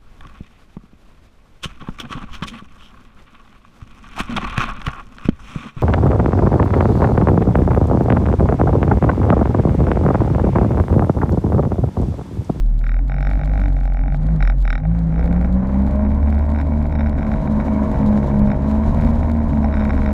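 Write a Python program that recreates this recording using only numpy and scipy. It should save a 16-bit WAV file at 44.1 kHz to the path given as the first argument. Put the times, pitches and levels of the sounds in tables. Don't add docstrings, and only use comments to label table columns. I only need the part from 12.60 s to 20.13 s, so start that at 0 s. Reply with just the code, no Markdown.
import sys
import numpy as np
from scipy import signal
from scipy.fft import rfft, irfft, next_fast_len
from scipy.io import wavfile
from scipy.ndimage import map_coordinates

SR = 44100
rng = np.random.default_rng(int(sys.argv[2]) if len(sys.argv) > 2 else 0)


def output_pcm(signal):
    pcm = np.clip(np.atleast_2d(signal).T, -1, 1) * 32767
    wavfile.write(sys.argv[1], SR, np.round(pcm).astype(np.int16))


def magnitude_from_level(level_db):
    exponent = np.asarray(level_db, float) / 20
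    return 10 ** exponent


N = 332065
TIME = np.arange(N) / SR
STEP = 64


def dense(control):
    return np.interp(np.arange(N) / STEP, np.arange(len(control)), control)


def curves(rows):
    s, *cols = np.transpose(rows)
    return [np.interp(TIME, s, c) for c in cols]


def wobble(rate):
    knots = rng.standard_normal(int(N * rate / SR) + 4)
    return dense(map_coordinates(knots, [np.arange(0, N + STEP, STEP) * rate / SR]))


def spells(rows, power=2, fall=1):
    s, height, width = np.transpose(rows)[:, :, None]
    away = (np.arange(0, N + STEP, STEP) / SR - s) / width
    return height, np.maximum(-away, away / fall) ** power


def bumps(rows):
    height, away = spells(rows)
    return dense(np.sum(height * np.exp(-away), axis=0))


def tone(turns, db):
    return np.sqrt(2) * magnitude_from_level(db) * np.cos(2 * np.pi * turns)


def unit(x):
    return x / np.sqrt(np.mean(x ** 2) + 1e-20)


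def filtered(x, response):
    m = next_fast_len(N + SR // 2)
    return irfft(rfft(x, m) * response(np.fft.rfftfreq(m, 1 / SR)), m)[..., :N]


def colour(points):
    f, db = np.transpose(points)
    return lambda hz: magnitude_from_level(np.interp(np.log(hz + 1), np.log(f + 1), db, -120, -120))


def rush(points):
    return unit(filtered(rng.standard_normal(N), colour(points)))


# (time [s], speed [Hz])
SHAFT_SPEED = [(0, 37), (.25, 38.9), (.5, 45.2), (.9, 50.44), (1.15, 45.67), (1.4, 43.6), (1.72, 54.28),
               (2.08, 43.79), (2.33, 56.48), (2.52, 54), (3.0, 63.7), (3.55, 72), (4.22, 75), (4.55, 73.1),
               (5.9, 69.3), (6.62, 78), (7.2, 71.6), (7.53, 70.8)]


def shaft_hz():
    return curves(SHAFT_SPEED)[0]


# (time [s], offset [Hz], half width [s])
HULL_DRAGS = [
    (.46, 4.9, .03),
    (1.6, -9.76, .07),
    (1.85, -9.65, .08),
    (2.14, -7.95, .06),
    (2.58, 3.2, .22),
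]


def hull_hz():
    return shaft_hz() + bumps(HULL_DRAGS)


# (time [s], hull shake [dB], second order [dB])
HULL_SHAKE = [(0, -13, -52), (.3, -15.5, -60), (.75, -17, -50), (.95, -17, -29), (1.2, -14.5, -45),
              (1.65, -17, -42), (1.82, -12, -30), (2.05, -13.5, -50), (2.33, -18.5, -28),
              (2.65, -17.5, -52), (3.0, -18.5, -30), (3.35, -17, -29), (3.65, -16, -50), (3.92, -16.5, -28),
              (5.1, -22, -30), (5.7, -23.5, -24.5), (6.5, -18.5, -28), (7.53, -18, -36)]
# (time [s], dip [dB], half width [s])
WAVE_LULLS = [(.82, -6, .02), (1.775, -10, .03), (1.96, -6, .03), (2.215, -12, .035), (2.49, -9, .05),
              (3.035, -9, .07), (4.76, -7, .09), (5.03, -4, .06), (5.29, -7, .07), (5.53, -4, .06),
              (5.91, -4, .07)]
# (time [s], change [dB], half width [s])
SECOND_SWINGS = [
    (1.07, 9, .06),
    (5.13, -10, .07),
    (5.53, -10, .05),
    (6.16, -20, .07),
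    (6.53, -8, .06),
    (6.92, 7, .05),
    (7.29, 5, .12),
]
# (time [s], lead [turns], half width [s])
RESONANCE_LEAD = [
    (2.02, .3, .3),
]


def hull_shake(shaft):
    hull = np.cumsum(hull_hz()) / SR
    shake_db, second_db = curves(HULL_SHAKE)
    shake_db = shake_db + bumps(WAVE_LULLS) + 1.2 * wobble(8)
    second_db = second_db + bumps(SECOND_SWINGS) + 2.5 * wobble(6)
    return tone(hull - 1 / 3 + bumps(RESONANCE_LEAD), shake_db) + tone(2 * shaft, second_db)


# (time [s], blade tone [dB], engine whine [dB])
PUMP_LOAD = [(0, -35, -56), (.45, -35, -43), (.62, -28, -44), (.95, -27, -43), (1.25, -34, -50),
             (1.6, -26, -45), (1.77, -15, -43), (1.86, -30, -44), (2.17, -36, -45), (2.29, -16, -45),
             (2.72, -22, -38), (2.92, -18.5, -45), (3.25, -19, -38.5), (3.75, -26, -41.5),
             (4.85, -23.5, -38.5), (5.65, -16.5, -33), (6.25, -21, -37), (7.53, -21.5, -38)]


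def load_levels():
    return curves(PUMP_LOAD)


BEAT_NULLS = [-0.001, .35, .72, .97, 1.402, 1.85, 2.07, 2.37, 2.618, 2.868, 3.1, 3.299, 3.598, 3.851, 4.05,
              4.299, 4.568, 4.82, 5.049, 5.328, 5.668, 5.97, 6.35, 6.631, 6.902, 7.1, 7.37, 7.631]


def firing_turns(shaft):
    slipped = np.interp(TIME, BEAT_NULLS, np.arange(len(BEAT_NULLS)))
    return 3 * shaft - slipped - 1 / 2


# (time [s], firing over blade amplitude [ratio])
BEAT_DEPTH = [
    (0, 0.22),
    (2.6, .3),
    (3.5, 0.63),
    (6, .9),
    (6.5, 0.4),
    (7.53, .9),
]
# (time [s], change [dB], half width [s])
BLADE_SURGES = [
    (.58, 3, .05),
    (.73, -6, .03),
    (.86, 2, .05),
    (1.69, -4, .02),
    (1.9, -7, .03),
    (1.97, 6, .03),
    (2.05, -5, .04),
]


def blade_beat(shaft, firing):
    depth = curves(BEAT_DEPTH)[0]
    blade_db = load_levels()[0] + bumps(BLADE_SURGES) + .8 * wobble(7)
    return (tone(3 * shaft, blade_db) + depth * tone(firing, blade_db)) / np.hypot(1, depth)


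CYCLE_ORDERS = {1: 3, 2: 1.3, 3: 0, 5: 1, 7: -9, 9: -6.5, 10: -9.5, 11: -6, 12: -1.5, 13: -12, 14: -12, 16:
                -14, 17: -13, 18: -13}
# (centre [Hz], half width [Hz], lift [dB])
DECK_RESONANCES = [(485, 25, 1.2), (615, 30, 5.2), (920, 40, 5)]


def engine_orders(firing, sway):
    whine_db = load_levels()[1]
    idle = np.clip((2.6 - TIME) / .4, 0, 1)
    speed = shaft_hz()[::STEP]
    sound = np.zeros(N)
    for order, db in CYCLE_ORDERS.items():
        order_hz = order * speed * 3 / 4
        lift_db = sum(top / (1 + ((order_hz - hz) / width) ** 2) for hz, width, top in DECK_RESONANCES)
        order_db = whine_db - (7 + 1.3 * order) * idle + db + dense(lift_db) + 2.5 * wobble(8)
        sound += tone(order * (firing / 4 + 0.012 * sway), order_db)
    return sound


SHAFT_ORDERS = {4: 0.33, 5: -4.5, 6: -12}
# (time [s], lift [dB], half width [s])
VANE_HUMS = [
    (.78, 14, .08),
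    (1.1, 27, .14),
    (1.45, 22, .05),
]


def shaft_orders(shaft, sway):
    whine_db = load_levels()[1]
    sound = np.zeros(N)
    for order, db in SHAFT_ORDERS.items():
        hum_db = (order == max(SHAFT_ORDERS)) * bumps(VANE_HUMS)
        sound += tone(order * (shaft + 0.011 * sway), whine_db + db - 1 + hum_db + 2.5 * wobble(7))
    return sound


# (time [s], change [Hz], half width [s])
SHAFT_SAGS = [
    (1.85, -7, .05),
    (1.96, -2, .04),
    (2.1, -5, .06),
]


def drive():
    shaft = np.cumsum(shaft_hz() + bumps(SHAFT_SAGS)) / SR
    firing = firing_turns(shaft)
    sway = wobble(9)
    tones = hull_shake(shaft) + blade_beat(shaft, firing)
    return tones + engine_orders(firing, sway) + shaft_orders(shaft, sway)


# (time [s], chop as thud [dB], spray [dB])
WATER_FLOW = [(0, -39, -80), (.35, -36.5, -79), (1.01, -30, -69.5), (1.32, -36.5, -78), (1.75, -29.5, -73),
              (2.0, -35, -75), (2.37, -34, -74), (2.7, -27, -72.5), (3.3, -26.5, -72), (3.8, -28.5, -72.5),
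              (4.5, -29.5, -71), (5.04, -24.5, -64), (5.4, -25.5, -65), (5.89, -28, -66.5),
              (6.45, -24.5, -64), (6.75, -29, -68.5), (7.1, -27, -67), (7.53, -26, -65.5)]


def flow_levels():
    return curves(WATER_FLOW)


# (time [s], dip [dB], half width [s])
SPRAY_CALMS = [
    (.36, -5, .07),
    (1.3, -6, .02),
    (1.45, -5, .05),
    (1.95, -7, .04),
    (2.24, -7, .06),
    (4.53, -4, .04),
]


def calms():
    return bumps(SPRAY_CALMS)


# (frequency [Hz], level [dB])
THUD_SPECTRUM = [(12, -47), (22, -2.5), (30, 1.2), (55, -4), (90, -8.5), (130, -12.5), (200, -10.5),
                 (300, -45.5)]
PANEL_SPECTRUM = [(130, -23), (200, -5), (270, 1), (310, -13), (380, -25.5)]
DRUM_SPECTRUM = [(250, -38), (350, 3), (420, -5.5), (520, 5.5), (620, 2.5), (800, -1), (950, -5),
                 (1220, -10), (1500, -11.5), (2300, -19.5), (2700, -32.5), (3300, -34)]
NOZZLE_SPECTRUM = [(800, -24.5), (920, 3.5), (1050, 2), (1140, -4.5), (1230, -30.5)]
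SPRAY_SPECTRUM = [(2400, -7.5), (3000, -5), (3400, -7), (3900, -2.5), (4500, -10), (6800, -11.5),
                  (8000, -16.5), (11500, -21.5), (14500, -29), (15800, -41.5)]


def water():
    thud_db, spray_db = flow_levels()
    flow_db = thud_db + 30
    slap_db = -31 + 1.05 * flow_db
    drum_db = -46 + .7 * flow_db + .35 * (spray_db + 71) + .2 * (load_levels()[0] + 25)
    chop, flutter, fizz = .6 * wobble(12), 1.4 * wobble(70), 2.3 * wobble(50)
    thud = magnitude_from_level(thud_db + 4.3 + 2.6 * wobble(5.5)) * rush(THUD_SPECTRUM)
    slap = magnitude_from_level(slap_db - 1.5 + 1.5 * wobble(28)) * rush(PANEL_SPECTRUM)
    nozzle = magnitude_from_level(-4) * np.clip(shaft_hz() / 20 - 2.6, 0, 1)
    drumming = rush(DRUM_SPECTRUM) + nozzle * rush(NOZZLE_SPECTRUM)
    drum = magnitude_from_level(drum_db + 6.3 + chop + flutter) * drumming
    spray = magnitude_from_level(spray_db + 7 + calms() + chop + fizz) * rush(SPRAY_SPECTRUM)
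    return thud + slap + drum + spray


# (centre [s], knock [dB], time to fade by 10 dB [s])
KNOCK_SPELLS = [(.1, -50, .14), (.28, -35, .075), (.52, -34.5, .04), (.64, -35.5, .1), (.82, -41, .15),
                (1.01, -35.5, .06), (1.22, -42, .15), (1.38, -39.5, .06), (1.5, -40, .045), (1.66, -45, .1),
                (1.85, -27, .042), (2.1, -26.5, .052), (2.33, -44, .07), (2.64, -39.5, .17),
                (2.82, -40, .07), (4.15, -42.5, .15), (3.35, -42.5, .4), (3.75, -39.5, .2),
                (3.96, -36, .05), (4.38, -36, .1), (4.63, -37.5, .16), (5.0, -38.5, .05), (5.35, -38, .09),
                (5.65, -42.5, .3), (5.91, -37, .045), (6.15, -43, .3), (6.43, -36.5, .09), (6.7, -40, .2),
                (7.17, -33.5, .11), (7.4, -34.5, .3)]


def knocking():
    peak_db, away = spells(KNOCK_SPELLS, power=2.5, fall=1.6)
    knock_db = dense(np.maximum(np.max(peak_db - 10 * away, axis=0), -62))
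    idle = np.clip((44 - shaft_hz()) / 5, 0, 1) * (np.arange(N) < SR)
    thump_db = np.minimum(5.5 - .9 * (knock_db + 38), 14) - 12 * idle
    return knock_db, thump_db


# (time [s], peak [dB])
IDLE_STRIKES = [(0.2122, -37), (0.2396, -26), (0.2656, -23), (0.292, -21), (0.3165, -26), (0.3414, -25),
                (0.3653, -30), (0.3898, -29), (0.496, -25), (0.5185, -23), (0.5414, -24), (0.5639, -28),
                (0.5828, -24), (0.6058, -25), (0.6267, -22), (0.6492, -23), (0.6692, -19), (0.6916, -24),
                (0.7116, -21), (0.733, -25), (0.7729, -32), (0.7924, -27), (0.8128, -26), (0.8338, -25),
                (0.9146, -31), (0.935, -26), (0.9555, -27), (0.9755, -25), (0.9944, -27), (1.0149, -22),
                (1.0368, -26), (1.0573, -23), (1.0802, -29), (1.1655, -29), (1.2094, -32), (1.2533, -30),
                (1.2758, -27), (1.3207, -33), (1.3451, -30), (1.3696, -26), (1.391, -28), (1.4115, -32),
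                (1.4359, -30), (1.4584, -31), (1.4798, -26), (1.5217, -27), (1.5442, -26), (1.6863, -32)]
# (time [s], peak [dB])
RESONANT_STRIKES = [(1.8049, -22), (1.8253, -15), (1.8503, -21), (1.8742, -16), (1.8981, -17),
                    (2.0518, -22), (2.0767, -16), (2.1032, -14), (2.1276, -15), (2.1531, -17), (2.178, -23)]
# (time [s], peak [dB])
SPEED_STRIKES = [(2.2343, -35), (2.2518, -29), (2.5242, -33), (2.5411, -31), (2.5591, -28), (2.5786, -30),
                 (2.627, -27), (2.6758, -28), (2.7103, -30), (2.7267, -27), (2.7616, -28), (2.8115, -28),
                 (2.8455, -33), (2.8455, -25), (3.5159, -30), (3.6277, -29), (3.6826, -28), (3.725, -26),
                 (3.7798, -28), (3.9465, -27), (3.9599, -24), (3.9864, -26), (4.3241, -27), (4.3525, -24),
                 (4.3929, -24), (4.4069, -21), (4.4603, -25), (4.5281, -29), (4.5855, -28), (4.6284, -23),
                 (4.6663, -27), (4.7382, -23), (4.8743, -25), (5.0001, -24), (5.0819, -26), (5.3433, -29),
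                 (5.5274, -28), (5.5743, -25), (5.6286, -28), (5.8731, -27), (5.901, -25), (5.916, -20),
                 (6.4213, -25), (6.4732, -26), (6.9317, -29), (6.9716, -28), (7.0284, -31), (7.0434, -22),
                 (7.0838, -29), (7.1252, -24), (7.1397, -19), (7.2115, -24), (7.2524, -21), (7.2933, -23),
                 (7.3053, -18), (7.3657, -27), (7.3767, -23), (7.4181, -23), (7.46, -22), (7.4605, -19)]


def strikes(knock_db):
    hz = hull_hz()
    strike_turn = 1.17
    hits = np.flatnonzero(np.diff(np.floor(np.cumsum(hz) / SR - strike_turn)) > 0)
    luck = rng.standard_normal((len(hits), 2))
    speed = np.clip((hz[hits] - 50) / 20, 0, 1)
    late = (luck[:, 0] * (.0002 + .0012 * speed) - .001) * SR
    hit_db = knock_db[hits]
    size_db = hit_db + 1.3 * np.minimum(hit_db + 41.5, 0) - 10 * np.log10(hz[hits] / 40) + 13.5 - 1.8 * speed
    blows = np.zeros(N)
    blows[np.clip(hits + late.astype(int), 0, N - 1)] = magnitude_from_level(size_db + (2.1 + 2.4 * speed) * luck[:, 1])
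    for s, db in IDLE_STRIKES + RESONANT_STRIKES + SPEED_STRIKES:
        blows[round(s * SR) - 250:][:500] = 0
        blows[round(s * SR)] = magnitude_from_level(db + 3.5)
    rebounds = hits[:-1] + (30 + 30 * np.abs(luck[:-1, 0])).astype(int)
    blows[rebounds] += .15 * luck[1:, 1] * magnitude_from_level(size_db[:-1])
    return blows


def modes(blows, table, attack, scatter_db):
    t, at = np.arange(SR // 20) / SR, np.flatnonzero(blows)
    rings = np.array([(-1) ** k * magnitude_from_level(db - 60 * t / t60) * np.sin(2 * np.pi * hz * t)
                      for k, (hz, db, t60) in enumerate(table)])
    shares = blows[at, None] * magnitude_from_level(scatter_db * rng.standard_normal((len(at), len(table))))
    sound = shares @ (rings * (1 - np.exp(-t / attack)) ** 2)
    return np.bincount((at[:, None] + np.arange(len(t))).ravel(), sound.ravel(), N + len(t))[:N]


# (frequency [Hz], level [dB], 60 dB decay [s])
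SHELL_MODES = [(1308, -5, 0.0089), (1500, -1.5, 0.011), (1707, -7.5, 0.01), (1886, -11, 0.02),
               (2255, -7, 0.012)]
MOUNT_MODES = [(638, 0.5, 0.019), (809, -5.5, 0.044)]
LATCH_MODES = [(3250, -1, .011), (3640, -5, .025), (3830, -2, .022), (4850, -10, .01), (5410, -1, .015),
               (6200, -20, .008)]


def case():
    knock_db, thump_db = knocking()
    blows = strikes(knock_db)
    shell = modes(blows, SHELL_MODES, attack=.0003, scatter_db=1.5)
    mount = modes(blows * magnitude_from_level(thump_db - 7.5), MOUNT_MODES, attack=.00078, scatter_db=1.4)
    latch = modes(blows * np.abs(blows / .15) ** .4, LATCH_MODES, attack=.0007, scatter_db=3)
    return shell + mount + magnitude_from_level(-23.5) * latch


# (time [s], peak [dB])
GAIN_STEPS = [(0.0633, -49), (0.1805, -53), (0.192, -45), (0.2828, -50), (0.4823, -47), (0.612, -47),
              (0.6694, -54), (0.849, -45), (0.8589, -44), (0.9807, -49), (1.0011, -46), (1.0844, -46),
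              (1.1298, -49), (1.2057, -48), (1.2371, -49), (1.2565, -49), (1.3364, -48), (1.6686, -63),
              (1.6686, -45), (1.7629, -47), (1.8257, -44), (1.8367, -45), (1.8736, -47), (2.0048, -48),
              (2.0163, -47), (2.0253, -44), (2.0772, -48), (2.1031, -46), (2.1276, -47), (2.3905, -45),
              (2.6414, -47), (2.6599, -46), (2.7277, -46), (2.8135, -46), (2.9272, -45), (3.2221, -48),
              (3.267, -46), (3.3109, -46), (3.3583, -48), (3.5488, -49), (3.704, -46), (3.7913, -46),
              (3.903, -46), (3.917, -46), (4.0123, -46), (4.0721, -50), (4.2268, -48), (4.2667, -49),
              (4.4957, -43), (4.583, -50), (5.3163, -43), (5.463, -42), (5.7937, -43), (6.114, -44),
              (6.347, -43), (6.4133, -44), (6.7007, -46), (6.7166, -41), (6.9815, -49), (7.2504, -44)]
# (frequency [Hz], level [dB])
CLICK_SPECTRUM = [(600, -37.5), (2600, 2), (5000, -1.5), (9000, -9.5), (13000, -11), (15500, -19.5)]


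def ticks():
    chance = 70 * magnitude_from_level(4 * wobble(6) + 2 * calms()) / SR
    steps = (rng.random(N) < chance) * magnitude_from_level(-38 + 6 * rng.standard_normal(N))
    steps *= magnitude_from_level(-.7 + 0.04 * (flow_levels()[1] + 69.5))
    for s, db in GAIN_STEPS:
        steps[round(s * SR)] = magnitude_from_level(db + 22)
    smear = np.append(1, .12 * rng.standard_normal(30) * np.hanning(30))
    return filtered(np.convolve(steps, smear)[:N], colour(CLICK_SPECTRUM))


# (time [s], level [dB], half width [s])
INTAKE_WHISTLES = [
    (4.12, -56, .07),
    (5.17, -52, .13),
    (5.75, -57, .1),
]
# (frequency [Hz], level [dB])
INTAKE_SPECTRUM = [(2050, -30), (2200, 0), (2300, 0), (2450, -30)]


def intake():
    peak_db, away = spells(INTAKE_WHISTLES)
    whistle_db = dense(np.max(peak_db - 10 * np.minimum(away, 6), axis=0))
    return magnitude_from_level(whistle_db + 2.2 * wobble(30)) * rush(INTAKE_SPECTRUM)


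def scene():
    return (drive() + water() + case() + ticks() + intake())[None]


def band_limit(x):
    return signal.sosfilt(signal.butter(12, 15800, fs=SR, output="sos"), x)


def record(dry):
    held = dry / (1 + np.abs(dry / 1.1) ** 4) ** (1 / 4)
    return band_limit(held)


dry = scene()
out = record(dry)
output_pcm(out)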